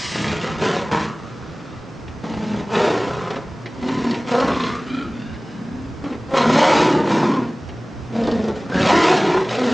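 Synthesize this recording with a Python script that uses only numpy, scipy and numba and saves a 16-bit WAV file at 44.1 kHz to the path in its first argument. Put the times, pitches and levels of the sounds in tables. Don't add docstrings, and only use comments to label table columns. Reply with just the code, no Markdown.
import sys
import numpy as np
from scipy import signal
from scipy.fft import rfft, irfft, next_fast_len
from scipy.io import wavfile
from scipy.ndimage import uniform_filter1d, map_coordinates
from numba import njit

SR = 44100
rng = np.random.default_rng(int(sys.argv[2]) if len(sys.argv) > 2 else 0)


def generate_wav(sig):
    pcm = np.round(np.clip(np.atleast_2d(sig).T, -1, 1) * 32767).astype(np.int16)
    wavfile.write(sys.argv[1], SR, pcm)


N = 429093

WAVER, WAVER_PER_S = 0.048, 13
WHINE_SHARE = 0.91
FOCUS_MUTES_DB = 23
SNAP_DB = 4
# effort in dB, share of the flutter left.
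FLUTTER_LEFT = [(-19, 1), (-15.5, .4)]


def growl():
    (effort_db, opening, pitch_hz, rough, mouth_hz, focus,
     extra_rasp_db, throat_hz, extra_throat_db) = voice_controls()
    rough, focus, narrow = np.clip([rough, focus, WHINE_SHARE * focus ** 2], 0, .95)
    chest_db, throat_db, mouth_db, rasp_db = jaw_balance(effort_db, opening)
    throat_db = throat_db + extra_throat_db - FOCUS_MUTES_DB * focus ** 2
    rasp_db = rasp_db + extra_rasp_db
    throat_hz = throat_hz * np.exp(WAVER * wobble(WAVER_PER_S))
    mouth_hz = mouth_hz * np.exp(WAVER * (1 - focus) * wobble(WAVER_PER_S))

    flaps, bursts = flutter(rate=30, scatter=.17)
    flutter_left = np.interp(effort_db, *np.transpose(FLUTTER_LEFT))
    flaps, bursts = flutter_left * flaps, flutter_left * bursts
    snap_db = SNAP_DB * rough * bursts

    cycles = fold_cycles(pitch_hz, rough, flaps)
    air = chopped_air(cycles)
    source = fold_source(cycles, air, rough, flaps)
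    chest = chest_tone(cycles, air, pitch_hz, rough, flaps) * amp(chest_db)
    throat = resonance(source, throat_hz, width_hz=260) * amp(throat_db)
    mouth = mouth_sound(source, throat_hz, mouth_hz, throat_db, mouth_db, focus)
    rasp = snarl_rasp(source, cycles, flaps, mouth_hz, narrow) * amp(rasp_db)
    return chest + throat + mouth * amp(0.5 * snap_db) + off_sofa(rasp * amp(snap_db))


# start in seconds, attack in seconds, length in seconds, release in seconds,
# effort in dB, sag over the length in dB, jaw opening 0-1, pitch in Hz, roughness 0-1, mouth resonance in Hz,
# focus 0-1 (how far the tongue narrows the mouth to a ring), extra rasp in dB, throat resonance in Hz,
# extra throat in dB.
SHORT_GROWLS = [ (0.158, 0.13, 0.15, 0.6, -23, -1.5, 0.57, 168, 0.58, 834, 0.1, 4.5, 416, -5),
                (0.439, 0.25, 0.092, 0.22, -21, 4.5, 0.67, 170.8, 0.63, 1013, 0.08, 0, 377, -5.5),
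                (0.634, 0.13, 0.15, 0.37, -17.5, 6, 0.61, 200.2, 0.67, 1023, 0.23, 2, 413, 1),
                (0.9146, 0.003, 0.065, 0.12, -16, 3.5, 0.73, 156.2, 0.44, 927, 0.73, -2, 390, 7.5),
                (0.996, 0.06, 0.045, 0.18, -20, 2.5, 0.4, 160, 0.48, 1040, 0.35, 4, 360, -4.5),
                (1.154, 0.09, 0.6, 0.15, -41, 1.5, 0.91, 165.4, 0.75, 1300, 0.08, -3.5, 390, -6),
                (2.24, 0.021, 0.36, 0.13, -27.5, -3, 0.44, 211.9, 0.43, 855, 0.43, -0.5, 440, 0.5),
                (2.75, 0.12, 0.12, 0.37, -17.5, -0.5, 0.83, 207.9, 0.64, 930, 0.19, -4, 404.3, 1),
                (2.901, 0.091, 0.13, 0.7, -18, 4.5, 0.53, 362, 0.58, 900.3, 0.31, -0.5, 385.9, -1),
                (3.101, 0.09, 0.26, 0.19, -26, 4, 0.89, 190.1, 0.64, 1024, 0.2, -5.5, 387, 0),
                (3.88, 0.18, 0.27, 0.14, -19.5, -1.5, 0.32, 243.9, 0.38, 1000, 0.46, -0.5, 352, -4),
                (6.046, 0.064, 0.108, 0.011, -27.5, 0, 0.32, 275, 0.3, 1130, 0.36, -3.5, 469.7, 1.5),
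                (8.155, 0.093, 0.35, 0.061, -21, 2, 0.26, 221.7, 0.43, 960.3, 0.21, -2.5, 505, 5),
                (8.56, 0.081, 0.051, 0.26, -28, 2, 0.18, 205.6, 0.42, 978.7, 0.22, 4, 460.7, 4.5),
                (9.495, 0.046, 0.062, 0.17, -26, -1, 0.82, 234.6, 0.72, 919.8, 0.12, 3, 491, 2.5),
                (9.594, 0.14, 0.12, 0.21, -19.5, -1.5, 0.52, 243.3, 0.46, 962.4, 0.2, 0.5, 410, -0.5), ]
# time in seconds, effort in dB, jaw opening 0-1, pitch in Hz, roughness 0-1, mouth resonance in Hz,
# focus 0-1, extra rasp in dB, throat resonance in Hz, extra throat in dB.
LONG_YOWLS = [
    [(4.29, -23, 0.61, 240.5, 0.58, 920, 0.3, 3, 521, -2),
     (4.345, -18, 0.82, 252.4, 0.56, 915, 0.2, -6, 480, 4),
     (4.46, -19, 0.65, 248.9, 0.52, 1050, 0.48, -3.5, 434, 5),
     (4.53, -23.5, 0.6, 248.5, 0.74, 1110, 0.65, 1, 405, 0),
     (4.68, -24, 0.73, 245.1, 0.87, 1150, 0.39, 1, 343, -1),
     (4.84, -35, 0.45, 235.5, 0.48, 1209, 0.34, 3, 339.8, -5),
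     (4.91, -27.5, 0.29, 245, 0.43, 1329, 1, 7, 330, -4),
     (4.97, -23, 0.24, 268.3, 0.25, 1350, 0.97, 4.5, 330, -9),
     (5.065, -28, 0.37, 258.8, 0.27, 1320, 1, -2, 320, -10),
     (5.1, -33, 0, 222, 0.26, 1320, 0.39, 4, 320, -2),
     (5.21, -30.5, 0.21, 250.1, 0.33, 1521, 0.93, 3.5, 322.4, -18),
     (5.4, -41.5, 0.27, 193.4, 0.45, 1608, 0.99, 5, 328.8, -2),
     (5.55, -32.5, 0.1, 213.1, 0.3, 1648, 0.78, 2.5, 348, 2),
     (5.74, -31.5, 0.01, 242.2, 0.17, 1600, 0.6, -15, 350, -11.5),
     (5.88, -39, 0.02, 273.5, 0.18, 1565, 0.66, -33, 343, -14)],
    [(6.34, -24, 1, 262.7, 0.45, 1005, 0.29, -7.5, 541.4, 6.5),
     (6.37, -16, 1, 254.8, 0.6, 1057, 0.3, -2, 490, 1),
     (6.46, -15.5, 0.7, 245.5, 0.59, 979.6, 0.18, -6, 410, -1),
     (6.53, -12.5, 0.46, 270.2, 0.37, 941, 0.28, 1, 384.7, -4),
     (6.62, -13.5, 0.99, 295, 0.78, 890, 0.3, -3.5, 514, 2),
     (6.73, -13.5, 1, 334.5, 0.79, 878, 0.2, -4, 500, -2),
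     (6.83, -12.5, 0.59, 312.1, 0.48, 844, 0.27, 0.5, 350, -5.5),
     (6.98, -14, 0.47, 304.2, 0.4, 860.6, 0.24, -7, 340, -10),
     (7.04, -21, 0.57, 299.7, 0.39, 924, 0.41, -7.5, 369.7, 3),
     (7.11, -16, 0.55, 262, 0.71, 925, 0.45, 0.5, 385, 0),
     (7.3, -15.5, 0.4, 261.5, 0.56, 973, 0.47, -5, 348.1, -8),
     (7.38, -19.5, 0.44, 254.7, 0.5, 1018, 0.7, -5.5, 350, -4),
     (7.47, -26.5, 0.34, 226, 0.55, 1006, 0.41, -4, 360.3, -0.5)],
    [(8.72, -25, 0.69, 175, 0.58, 1517, 0.17, -5.5, 459.6, 0),
     (8.775, -16, 0.41, 178, 0.4, 1550, 0.43, -0.5, 470, 0.5),
     (8.82, -17.5, 0.51, 189.2, 0.55, 1529, 0.03, 3, 517, -3),
     (8.84, -17, 0.63, 189.6, 0.61, 1000, 0.14, 1.5, 560, 0),
     (8.9, -14.5, 1, 185.5, 0.67, 975, 0.34, -1.5, 620, 4),
     (8.93, -13, 0.67, 325, 0.52, 908.7, 0.3, -1.5, 621, -0.5),
     (9.03, -13.5, 0.78, 345.2, 0.51, 880, 0.2, -1, 616, -7),
     (9.11, -13, 0.74, 358, 0.71, 915, 0.34, 0.5, 650, 0.5),
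     (9.22, -16.5, 0.55, 344.1, 0.67, 880, 0.2, -0.5, 610, -3),
     (9.38, -15.5, 0.58, 390.7, 0.67, 925, 0.61, -5, 558.4, 1),
     (9.44, -23.5, 0.42, 379.2, 0.77, 960, 0.51, -0.5, 450, -4)],
]
YOWL_ATTACK_S, YOWL_RELEASE_S = 0.081, 0.13


def voice_controls():
    calls = [(growl_gesture(start, length, *rest), attack, release)
             for start, attack, length, release, *rest in SHORT_GROWLS]
    calls += [(yowl, YOWL_ATTACK_S, YOWL_RELEASE_S) for yowl in LONG_YOWLS]
    effort_db = np.max([envelope(*call) for call in calls], axis=0)
    shapes = sorted((s, *shape) for gesture, _, _ in calls for s, _, *shape in gesture)
    return [effort_db, *curves(shapes)]


PITCH_SAG = 0.04


def growl_gesture(start, length, effort_db, sag_db, opening, pitch_hz, *shape):
    return [(start, effort_db, opening, pitch_hz * (1 + PITCH_SAG), *shape),
            (start + length, effort_db - sag_db, opening, pitch_hz * (1 - PITCH_SAG), *shape)]


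FADE_DB = 29


def envelope(gesture, attack_s, release_s):
    s, db = np.transpose(gesture)[:2]
    times = [s[0] - attack_s, *s, s[-1] + release_s]
    levels = [db[0] - FADE_DB, *db, db[-1] - FADE_DB]
    return np.interp(np.arange(N) / SR, times, levels, left=-np.inf, right=-np.inf)


# chest tone, throat, mouth and rasp, each in dB against the effort.
SHUT_BALANCE = (-1.5, -18.5, -26.5, -24)
HALF_OPEN_BALANCE = (-3, -4, -9.5, -15)
WIDE_BALANCE = (-9, -2.5, -2.5, -7)


def jaw_balance(effort_db, opening):
    parts = zip(SHUT_BALANCE, HALF_OPEN_BALANCE, WIDE_BALANCE)
    return [effort_db + np.interp(opening, [0, .5, 1], part) for part in parts]


SNAP_LIFE, SNAP_SCATTER = 0.26, 0.65


def flutter(rate, scatter):
    turns = np.cumsum(rate * np.exp(scatter * wobble(25))) / SR
    sizes = np.abs(1 + SNAP_SCATTER * rng.standard_normal(size=1000))
    bursts = sizes[turns.astype(int)] * np.exp(-(turns % 1) / SNAP_LIFE)
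    flaps = np.sin(2 * np.pi * turns) + 0.083 * np.sin(4 * np.pi * turns)
    return flaps, bursts - bursts.mean()


def fold_cycles(pitch_hz, rough, flaps):
    jitter = rough * (.12 * wobble(220) + .05 * wobble(45))
    return np.cumsum(pitch_hz * np.exp(jitter + .015 * flaps)) / SR


CHOP_DB = 5


def chopped_air(cycles):
    return unit(rng.standard_normal(N) * amp(CHOP_DB * np.cos(2 * np.pi * cycles)))


LIMP_DB = 3.5


def fold_source(cycles, air, rough, flaps):
    pulses = unit(np.diff(np.floor(cycles), prepend=0) * amp(4.7 * wobble(250)))
    mix = np.sqrt(1 - rough ** 3) * pulses + rough ** 1.5 * air
    limp_db = LIMP_DB * rough * np.cos(np.pi * cycles)
    return mix * amp(2.6 * flaps + 1.4 * wobble(90) + limp_db)


RAGGED = 1.33


def chest_tone(cycles, air, pitch_hz, rough, flaps):
    tone = np.sqrt(2) * np.sin(2 * np.pi * cycles)
    blur = resonance(air, pitch_hz, width_hz=183)
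    low_band = coloured(air, [(60, -24.0), (110, -13.0), (155, 21), (220, 13.0), (400, -79.0)])
    ragged = 1.41 * blur + 0.78 * low_band
    throb = amp(4.6 * flaps + 1.2 * wobble(80))
    return even((tone + RAGGED * rough * ragged) * throb)


PALATE_HZ, PALATE_WIDTH_HZ, PALATE_DB = 1224, 263, -5


def mouth_sound(source, throat_hz, mouth_hz, throat_db, mouth_db, focus):
    back = resonance(source, np.sqrt(throat_hz * mouth_hz), width_hz=120)
    back = back * amp((throat_db + mouth_db) / 2 - 10.0)
    palate = resonance(source, PALATE_HZ, PALATE_WIDTH_HZ) * amp(mouth_db + PALATE_DB)
    ring = resonance(source, mouth_hz, width_hz=190) * amp(mouth_db + 4.0)
    return (back + palate) * np.sqrt(1 - focus) + ring * np.sqrt(focus)


# frequency in Hz, width of each filter pass in Hz, level in dB.
UPPER_RESONANCES = [(1970, 890, -23), (2820, 260, -22), (3960, 410, -14)]
# frequency in Hz, relative level in dB.
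SPRAY_COLOUR = [(900, -43), (1400, 1), (1800, 3.5), (2300, 0), (3000, -1.5), (4200, -5.5), (5500, -8.5),
                (7000, -12.5), (8800, -29)]
# frequency over the mouth's, width of each filter pass in Hz,
# level in dB.
TEETH_RINGS = [(1.8, 149, -0.5), (2.35, 300, -5.5), (3.0, 329, -9), (3.35, 375, -11)]
NOTCH_HZ, NOTCH_WIDTH_HZ, NOTCH_DB = 1550, 66, -4


def snarl_rasp(source, cycles, flaps, mouth_hz, narrow):
    upper = np.zeros(N)
    for hz, width_hz, db in UPPER_RESONANCES:
        rattled = source * amp(3.5 * wobble(140))
        upper += resonance(rattled, hz, width_hz) * amp(db + 3.4 * wobble(19))

    spray_db = 0.32 * flaps + CHOP_DB / 2 * np.cos(2 * np.pi * cycles) + 1.6 * wobble(200)
    spray = even(coloured(rng.standard_normal(N) * amp(spray_db), SPRAY_COLOUR))

    def notch(hz):
        return amp(NOTCH_DB * np.exp(-((hz - NOTCH_HZ) / NOTCH_WIDTH_HZ) ** 2))

    broad = filtered(upper + amp(1.5) * spray, notch)
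    whine = even(sum(resonance(source, ratio * mouth_hz, width_hz) * amp(db)
                     for ratio, width_hz, db in TEETH_RINGS))
    return np.sqrt(1 - narrow) * broad + np.sqrt(narrow) * whine


# time in seconds, level in dB.
HISS_LEVEL = [(0, -29.5), (.12, -30), (.22, -34.5), (.4, -66), (.6, -55)]
# frequency in Hz, relative level in dB.
TEETH_COLOUR = [(400, -21.5), (900, -7.5), (1500, -4.5), (2400, -3), (4000, -4.5), (5200, -2.5), (6500, -9),
                (8800, -18.5)]


def hiss():
    air = rng.standard_normal(N) * amp(1.2 * wobble(90))
    return coloured(air, TEETH_COLOUR) * amp(curves(HISS_LEVEL)[0])


# start in seconds, level in dB, centre frequency in Hz.
LIP_SMACKS = [(0.414, -26, 2740), (2.754, -21.5, 3010), (4.0528, -37, 2470), (4.11, -22.5, 3505),
              (4.1425, -26.5, 3000), (4.2737, -35, 2499), (4.4, -23, 3900), (4.483, -29, 3000),
              (4.517, -26, 2920), (4.5464, -26.5, 2990), (4.6053, -25, 3270), (4.637, -22, 3100),
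              (4.668, -29, 3506), (6.3561, -20.5, 2000), (8.2365, -32, 3875), (8.2711, -29, 3960),
              (8.3135, -30, 4000), (8.44, -35, 4100), (8.7591, -29, 3601), (8.8087, -20, 2850),
              (9.3203, -20, 2000), (9.4913, -26, 2887)]
SMACK_RISE_S, SMACK_T60_S = 0.0003, 0.033
SMACK_OCTAVES = 0.48


def smacks():
    out, t = np.zeros(N + SR), np.arange(SR // 20) / SR
    hz = np.fft.rfftfreq(len(t), 1 / SR) + 1
    for s, db, centre_hz in LIP_SMACKS:
        band = 1 / (1 + (np.log2(hz / centre_hz) / SMACK_OCTAVES) ** 4)
        click = unit(irfft(rfft(rng.standard_normal(len(t))) * band, len(t)))
        decay = amp(db - 60 * t / SMACK_T60_S) * (1 - np.exp(-t / SMACK_RISE_S))
        out[round(s * SR):][:len(t)] += click * decay
    return out[:N]


# start in seconds, tick level in dB, thud over the tick in dB.
TICKS_AND_THUDS = [(0.912, -30, 8), (2.079, -34, -14), (2.24, -43, 15), (3.304, -24, -1), (3.3588, -26, -1),
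                   (3.658, -25.5, -7.5), (3.827, -32, 8), (3.884, -24.5, -1), (4.113, -29.5, -6),
                   (4.144, -25, -12), (4.4815, -28.5, 13), (5.3394, -37, -11), (6.0412, -34.5, 5.5),
                   (6.126, -34, 3), (6.309, -35.5, 7), (6.3362, -26, 4.5), (7.231, -29, 12),
                   (7.69, -35.5, -1), (8.275, -33.5, 14.5), (8.4841, -31.5, 10.5), (8.6986, -34, 7.5)]
TICK_RISE_S = 0.002


def ticks_and_thuds():
    ticks, thuds, t = np.zeros(N + SR), np.zeros(N + SR), np.arange(SR // 8) / SR
    for s, db, thud_db in TICKS_AND_THUDS:
        first = round(s * SR)
        ticks[first:][:len(t)] += amp(db - 60 * t / 0.053) * (1 - np.exp(-t / TICK_RISE_S))
        thuds[first:][:len(t)] += amp(db + thud_db - 60 * t / 0.17)
    tick = coloured(rng.standard_normal(N), [(700, -24.0), (1900, 18.5), (3800, 7.0), (6000, -1), (8800, -40)])
    thud = coloured(rng.standard_normal(N), [(80, -15.5), (250, 5.0), (700, -3.5), (1500, -15.5), (4000, -72.5)])
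    return tick * ticks[:N] + thud * thuds[:N]


def off_sofa(x):
    return glance(x, delay_s=.00096, swing=.2, echo_db=-12)


def glance(x, delay_s, swing, echo_db):
    late = np.arange(N) - delay_s * SR * np.exp(np.clip(swing, 0, .3) * wobble(6))
    echo = amp(echo_db) * map_coordinates(x, [late], order=1)
    return (x + echo) / np.sqrt(1 + amp(2 * echo_db))


# frequency in Hz, time to fall by 60 dB in seconds.
WALL_DECAY = [(150, 0.51), (1000, 0.44), (8000, 0.061)]


def walls(x, spread):
    hop = SR // 4
    padded = np.pad(x, (hop, 2 * hop))
    wet = np.zeros((2, N + 2 * SR))
    for start in range(0, N + hop, hop):
        hz, t, z = signal.stft(rng.standard_normal((2, SR // 3)), SR, nperseg=256)
        decay = amp(-60 * t / along(WALL_DECAY, hz)[:, None])
        tails = signal.istft(z * decay, SR, nperseg=256)[1]
        piece = padded[start:start + 2 * hop] * np.hanning(2 * hop)
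        answer = signal.fftconvolve(piece[None], tails / np.linalg.norm(tails[0]), axes=1)
        wet[:, start:start + answer.shape[1]] += answer
    mid, side = wet[:, hop:hop + N]
    return np.array([mid + spread * side, mid - spread * side])


# frequency in Hz, relative level in dB.
ROOM_COLOUR = [(25, -36.5), (55, -9), (85, -15.5), (120, 1), (200, -1.5), (300, -4), (500, -9.5),
               (800, -13.5), (1300, -16), (2200, -24), (4000, -33), (6500, -35), (8800, -54)]


def room_tone():
    steady = coloured(rng.standard_normal(N), ROOM_COLOUR) * amp(-37.0)
    hum_cycles = np.cumsum(119 + 3 * wobble(11)) / SR
    hum = np.sin(2 * np.pi * hum_cycles) * amp(-41.5 + 4.8 * wobble(14.0))
    low_noise = coloured(rng.standard_normal((2, N)),
                         [(25, -17.0), (55, -9.0), (80, 3.0), (150, -24.0), (400, -67.5)])
    swelling = low_noise * amp(-52.0 + 13.5 * np.tanh(2 * wobble(11)))
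    apart = coloured(rng.standard_normal((2, N)), ROOM_COLOUR) * amp(-40.0)
    background = (steady + hum + apart) * amp([[-.6], [.6]])
    wide_swelling = swelling[0] + amp(-3.5) * swelling[1] * np.array([[1], [-1]])
    return background + wide_swelling * amp([[-1.6], [1.6]])


def amp(db):
    return 10 ** (np.asarray(db) / 20)


def unit(x):
    return x / np.sqrt(np.mean(x ** 2) + 1e-20)


def even(x):
    power = uniform_filter1d(uniform_filter1d(x * x, size=2200), size=1500)
    return x / np.sqrt(np.abs(power) + 1e-12)


def along(points, hz):
    f, v = np.transpose(points)
    return np.interp(np.log(hz + 1), np.log(f + 1), v)


def curves(rows):
    s, *cols = np.transpose(rows)
    return [np.interp(np.arange(N) / SR, s, c) for c in cols]


def wobble(rate):
    knots = rng.standard_normal(int(N * rate / SR) + 4)
    return map_coordinates(knots, [np.arange(N) * rate / SR])


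def filtered(x, response):
    m = next_fast_len(N + SR // 2)
    return irfft(rfft(x, m) * response(np.fft.rfftfreq(m, 1 / SR)), m)[..., :N]


def coloured(x, spectrum):
    return unit(filtered(x, lambda hz: amp(along(spectrum, hz))))


@njit
def two_pole(x, angle, radius):
    y = np.zeros(len(x))
    for i in range(2, len(x)):
        y[i] = x[i] - x[i - 2] + 2 * radius * np.cos(angle[i]) * y[i - 1] - radius * radius * y[i - 2]
    return y


def resonance(x, centre_hz, width_hz):
    angle = np.full(N, 2 * np.pi / SR) * centre_hz
    radius = np.exp(-np.pi * width_hz / SR)
    return even(two_pole(two_pole(x, angle, radius), angle, radius))


def scene():
    sources = growl() + off_sofa(hiss()) + ticks_and_thuds() + smacks()
    scuffle = glance(sources, delay_s=.009, swing=0.1213, echo_db=-10.5)
    return amp(0.5) * scuffle + amp(-7.0) * walls(scuffle, spread=0.012) + room_tone()


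TOP_HZ = 8850


def record(dry):
    rounded = dry / (1 + np.abs(dry / .72) ** 4) ** (1 / 4)
    return filtered(rounded, lambda hz: 1 / np.sqrt(1 + (hz / TOP_HZ) ** 160))


dry = scene()
out = record(dry)
generate_wav(out)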